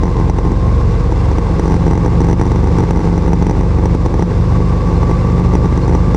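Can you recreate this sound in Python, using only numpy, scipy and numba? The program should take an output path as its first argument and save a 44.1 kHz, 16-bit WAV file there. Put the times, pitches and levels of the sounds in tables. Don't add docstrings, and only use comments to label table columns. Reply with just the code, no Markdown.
import sys
import numpy as np
from scipy import signal
from scipy.fft import rfft, irfft, next_fast_len
from scipy.io import wavfile
from scipy.ndimage import uniform_filter1d, minimum_filter1d, map_coordinates
from numba import njit

SR = 44100
rng = np.random.default_rng(int(sys.argv[2]) if len(sys.argv) > 2 else 0)


def to_wav(sig):
    pcm = np.clip(np.atleast_2d(sig), -1, 1) * 32767
    pcm = np.round(pcm).astype(np.int16)
    wavfile.write(sys.argv[1], SR, pcm.T)


N = 271656
TIME = np.arange(N) / SR

# t/s, f/Hz
CYCLE_RATE = [(0.0, 22.53), (0.7, 23.1), (1.23, 23.13), (1.41, 23.56), (1.94, 23.69), (2.46, 24.16),
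              (3.34, 24.24), (4.58, 24.6), (6.16, 25.47)]
# f/Hz, level/dB
RUMBLE_SPECTRUM = [(20, -10.5), (45, -6.5), (72, 2), (110, -5.5), (145, -4.5), (177, 2), (205, -16.5),
                   (240, -11), (400, -13.5), (495, -10.5), (600, -23), (800, -24.5), (1300, -77.5)]
# t/s, f/Hz, half-width/s, level/dB
SQUEAKS = [(4.964, 4230, .012, -43), (5.833, 4300, .012, -41)]
# t/s, level/dB
CLATTER_LEVEL = [(0, -46), (.7, -45.5), (1.05, -43.8), (3.3, -43.6), (3.8, -45.2), (5, -43.9),
                 (6.16, -43.8)]
# f/Hz, level/dB
CLATTER_SPECTRUM = [(600, 6.5), (750, 16), (950, 19.5), (1130, 23), (1300, 10.5), (1800, 6.5), (2080, 6.5),
                    (2500, 3), (3100, -2.5), (3700, -0.5), (5600, -2.5), (6800, -8), (8800, -13),
                    (11000, -27.5), (15000, -36)]
# f/Hz, bandwidth/Hz, gain/dB
HALL_MODES = [(1575, 120, -5.5), (2064, 15, 2.5), (2260, 100, -13), (2736, 31, -0.5), (3550, 90, -6),
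              (5065, 47, -7), (7250, 140, -2.5)]
# t/s, level/dB
WHINE_LEVEL = [(0, -33.5), (.7, -34.5), (.95, -40.5), (3, -49), (4.55, -42), (4.9, -33), (5.65, -33.5),
               (5.85, -41), (6.16, -39)]
# t/s, force level/dB
SHAKE_LEVEL = [(0, -40), (.85, -60.5), (1.75, -40), (3.4, -36), (3.8, -53.5), (4.8, -47.5), (5.15, -45),
               (6.16, -45.5)]
# phase/cycles, force level/dB
JOLTS = [(.21, -4.5), (.66, -6.5), (.93, -8)]
# t/s, force level/dB
KNOCKS = [(0.0331, -29.5), (0.297, -26.5), (0.385, -29), (1.1212, -33), (1.3136, -36), (1.3828, -30),
          (1.5947, -28), (1.7402, -29), (1.865, -32.5), (1.878, -30.5), (1.9091, -29), (2.0601, -28.5),
          (2.2039, -27.5), (2.2149, -30), (2.2445, -31), (2.2852, -31), (2.3101, -29), (2.3284, -24),
          (2.395, -31), (2.4126, -23.5), (2.5165, -31), (2.7842, -28), (2.8036, -27), (2.9075, -26),
          (3.1773, -30.5), (3.2782, -31.5), (3.3311, -22.5), (3.4235, -27.5), (3.466, -26.5), (3.495, -27),
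          (3.5091, -27.5), (3.6083, -33), (3.8552, -25.5), (3.9482, -36), (3.9479, -34), (4.0599, -29),
          (4.14, -34), (4.193, -30.5), (4.2228, -24.5), (5.0299, -32), (5.0943, -35), (5.1118, -32),
          (5.5348, -33), (5.5516, -24.5), (5.8784, -31.5), (5.949, -29.5), (6.1455, -26)]
# f/Hz, level/dB, T60/s, sign of the first swing
THUD_MODES = [(72, -7.5, 0.018, 1), (180.5, -12.5, 0.082, -1), (273.2, -8, 0.027, -1),
              (449, -2.5, 0.011, 1), (532.6, -12, 0.017, -1), (875, -4, 0.013, 1), (916, -6.5, 0.012, -1),
              (1954, -24.5, 0.01, -1), (2071, -28, 0.017, 1)]
# f/Hz, level/dB, T60/s, sign of the first swing
RING_MODES = [(5760, -34.5, 0.037, -1), (6030, -30, 0.013, 1)]
# f/Hz, level/dB
CRACK_SPECTRUM = [(300, 5.5), (900, 14), (1400, 7), (2100, 1), (3000, -4), (4800, -6), (6000, -2),
                  (6700, -9), (9000, -8.5), (11000, -30.5), (15000, -32.5)]
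# multiple of the cycle rate, level/dB
HARMONICS = [(2, 0.5), (3, -1), (4, -4.5), (6, -15), (8, -24), (9, -13.5), (10, -18), (11, -32), (12, -21),
             (13, -31.5), (14, -15), (15, -24), (16, -25.5), (20, -18), (21, -23), (23, -21.5), (28, -27.5)]
# t/s, level/dB
FIFTH_LEVEL = [(0.0, -22), (1.23, -18.5), (1.58, -31), (2.11, -18), (2.82, -19), (2.99, -27.5),
               (4.05, -22.5), (4.22, -29), (4.4, -16), (4.75, -23.5), (5.81, -15.5), (6.16, -22.5)]
# t/s, level/dB
SEVENTH_LEVEL = [(0.0, -25), (1.23, -35), (1.76, -20.5), (2.82, -20), (3.34, -20), (3.52, -27),
                 (5.1, -19.5), (5.46, -24.5), (6.16, -22.5)]


def undb(db):
    return 10 ** (np.asarray(db) / 20)


def unit(x):
    return x / np.sqrt(np.mean(x ** 2))


def curve(table):
    return np.interp(TIME, *np.transpose(table))


def wander(rate):
    knots = rng.standard_normal(2048)
    spline = map_coordinates(knots, [TIME[::64] * rate + 2], order=3, mode="wrap")
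    return unit(spline.repeat(64)[:N])


def colour(x, spectrum):
    hz, db = np.transpose(spectrum)
    size = next_fast_len(N + SR // 4)
    f = np.maximum(np.fft.rfftfreq(size, 1 / SR), 1)
    gain = undb(np.interp(np.log(f), np.log(hz), db))
    return unit(irfft(rfft(x, size) * gain, size)[:N])


def lowpass(x, hz):
    return signal.sosfilt(signal.butter(2, hz, fs=SR, output="sos"), x)


def impulses(times, sizes):
    return np.bincount(np.clip(times * SR, 0, N - 1).astype(int), sizes, N)


def strike(times, sizes, modes):
    t = TIME[:SR // 8]
    response = sum(np.sign(sign) * undb(db - 60 * t / t60) * np.sin(2 * np.pi * hz * t)
                   for hz, db, t60, sign in modes)
    return signal.fftconvolve(impulses(times, sizes), response)[:N]


@njit
def peak_envelope(magnitude, release):
    out, held = np.empty(len(magnitude)), 0.
    for i in range(len(magnitude)):
        held = max(magnitude[i], held * release)
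        out[i] = held
    return out


def hall_rumble(cycle, level_db=-17.5, throb=0.32):
    puffs = 1 + throb * np.cos(4 * np.pi * cycle)
    return undb(level_db) * colour(puffs * rng.standard_normal(N), RUMBLE_SPECTRUM)


def squeaks(waver_rad=0.92):
    out = 0
    for at, hz, half_width, db in SQUEAKS:
        envelope = undb(db) * np.exp(-((TIME - at) / half_width) ** 2)
        out += envelope * np.sin(2 * np.pi * hz * TIME + waver_rad * wander(200))
    return out


def valve_clatter(cycle, gain_db=13.5, tick_depth=0.75, grain_db=2, flicker_db=0.5):
    ticks = np.exp(-(4 * cycle % 1))
    envelope = 1 + tick_depth * ticks * undb(grain_db * wander(90))
    hiss = colour(envelope * rng.standard_normal(N), CLATTER_SPECTRUM)
    rings = sum(undb(db) * signal.lfilter(*signal.iirpeak(hz, hz / width, fs=SR), hiss)
                for hz, width, db in HALL_MODES)
    return undb(curve(CLATTER_LEVEL) + gain_db + flicker_db * wander(20)) * (hiss + rings)


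def gear_whine(cycle, meshes_per_cycle=46, side_db=-11, flutter_db=3.0, waver_rad=0.95):
    whine_db = curve(WHINE_LEVEL)
    out = 0
    for offset, db in ((-2.2, side_db), (0, 0), (1.8, side_db)):
        phase = 2 * np.pi * (meshes_per_cycle + offset) * cycle + waver_rad * wander(10)
        out += undb(whine_db + db + flutter_db * wander(25)) * np.sqrt(2) * np.sin(phase)
    return lowpass(out, hz=2500)


def taps(cycle, scatter_db=5.5, burst_db=7.0, jitter_s=0.0007, clear_s=0.007,
         bounce_db=8.5, bounce_s=0.0067, limit_db=-32):
    turns = np.arange(1, int(cycle[-1]))
    times = np.concatenate([np.interp(turns + phase, cycle, TIME) for phase, _ in JOLTS])
    jolt_db = np.repeat([db for _, db in JOLTS], len(turns))
    jitter, scatter = rng.standard_normal((len(times), 2)).T
    since_knock = times[:, None] - np.transpose(KNOCKS)[0]
    bounce = ((since_knock > 0) * np.exp(-np.abs(since_knock) / bounce_s)).max(axis=1)
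    shake_db = curve(SHAKE_LEVEL) + burst_db * wander(20)
    force_db = np.interp(times, TIME, shake_db) + jolt_db + bounce_db * bounce + scatter_db * scatter
    cushioned = undb(np.minimum(force_db, limit_db))
    clear_of_knocks = np.abs(since_knock).min(axis=1) > clear_s
    return times + jitter_s * jitter, clear_of_knocks * cushioned


def case_impacts(cycle, thud_db=20.5, ring_db=29.0, crack_db=5.0, crack_s=0.0028, give_s=0.0008):
    knock_times, knock_db = np.transpose(KNOCKS)
    tap_times, tap_force = taps(cycle)
    times = np.r_[knock_times, tap_times] + give_s
    force = np.r_[undb(knock_db), tap_force]
    thud = strike(times, undb(thud_db) * force ** 0.57, THUD_MODES)
    ring = lowpass(strike(times, undb(ring_db) * force, RING_MODES), hz=10000)
    bursts = signal.lfilter([1], [1, -np.exp(-1 / (crack_s * SR))], impulses(times, force))
    crack = undb(crack_db) * lowpass(bursts, hz=1500) * colour(rng.standard_normal(N), CRACK_SPECTRUM)
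    return thud + ring + crack


def exhaust(cycle, gain_db=-17.5, fifth_gain_db=1.35, seventh_gain_db=0.5,
            sway_db=1.0, boom_sway_db=1.56, dispersion_rad=0.765, drift_rad=0.095):
    harmonics = [(k, gain_db + db) for k, db in HARMONICS]
    harmonics.append((5, curve(FIFTH_LEVEL) + fifth_gain_db))
    harmonics.append((7, curve(SEVENTH_LEVEL) + seventh_gain_db + boom_sway_db * wander(14)))
    out = 0
    for k, db in harmonics:
        drift = drift_rad * (k - 2) * wander(3)
        phase = 2 * np.pi * k * cycle + dispersion_rad * k ** 2 + drift
        out += undb(db + sway_db * wander(5)) * np.sqrt(2) * np.cos(phase)
    return lowpass(out, hz=820)


def scene(start_cycle=0.454):
    cycle = start_cycle + np.cumsum(curve(CYCLE_RATE)) / SR
    engine = exhaust(cycle) + hall_rumble(cycle) + gear_whine(cycle) + valve_clatter(cycle)
    return (engine + case_impacts(cycle) + squeaks())[None]


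def record(dry, threshold=0.72, duck=0.71, attack_hz=30, release_s=0.086, ceiling=0.95, top_hz=15600):
    envelope = peak_envelope(np.abs(dry[0]), np.exp(-1 / (release_s * SR)))
    excess = lowpass(np.log(np.maximum(envelope / threshold, 1)), attack_hz)
    ducked = dry * np.exp(-duck * excess)
    limiter_gain = minimum_filter1d(ceiling / np.maximum(np.abs(ducked[0]), ceiling), size=90)
    limited = ducked * uniform_filter1d(limiter_gain, size=90)
    return signal.sosfilt(signal.ellip(8, 0.2, 70, top_hz, fs=SR, output="sos"), limited)


dry = scene()
out = record(dry)
to_wav(out)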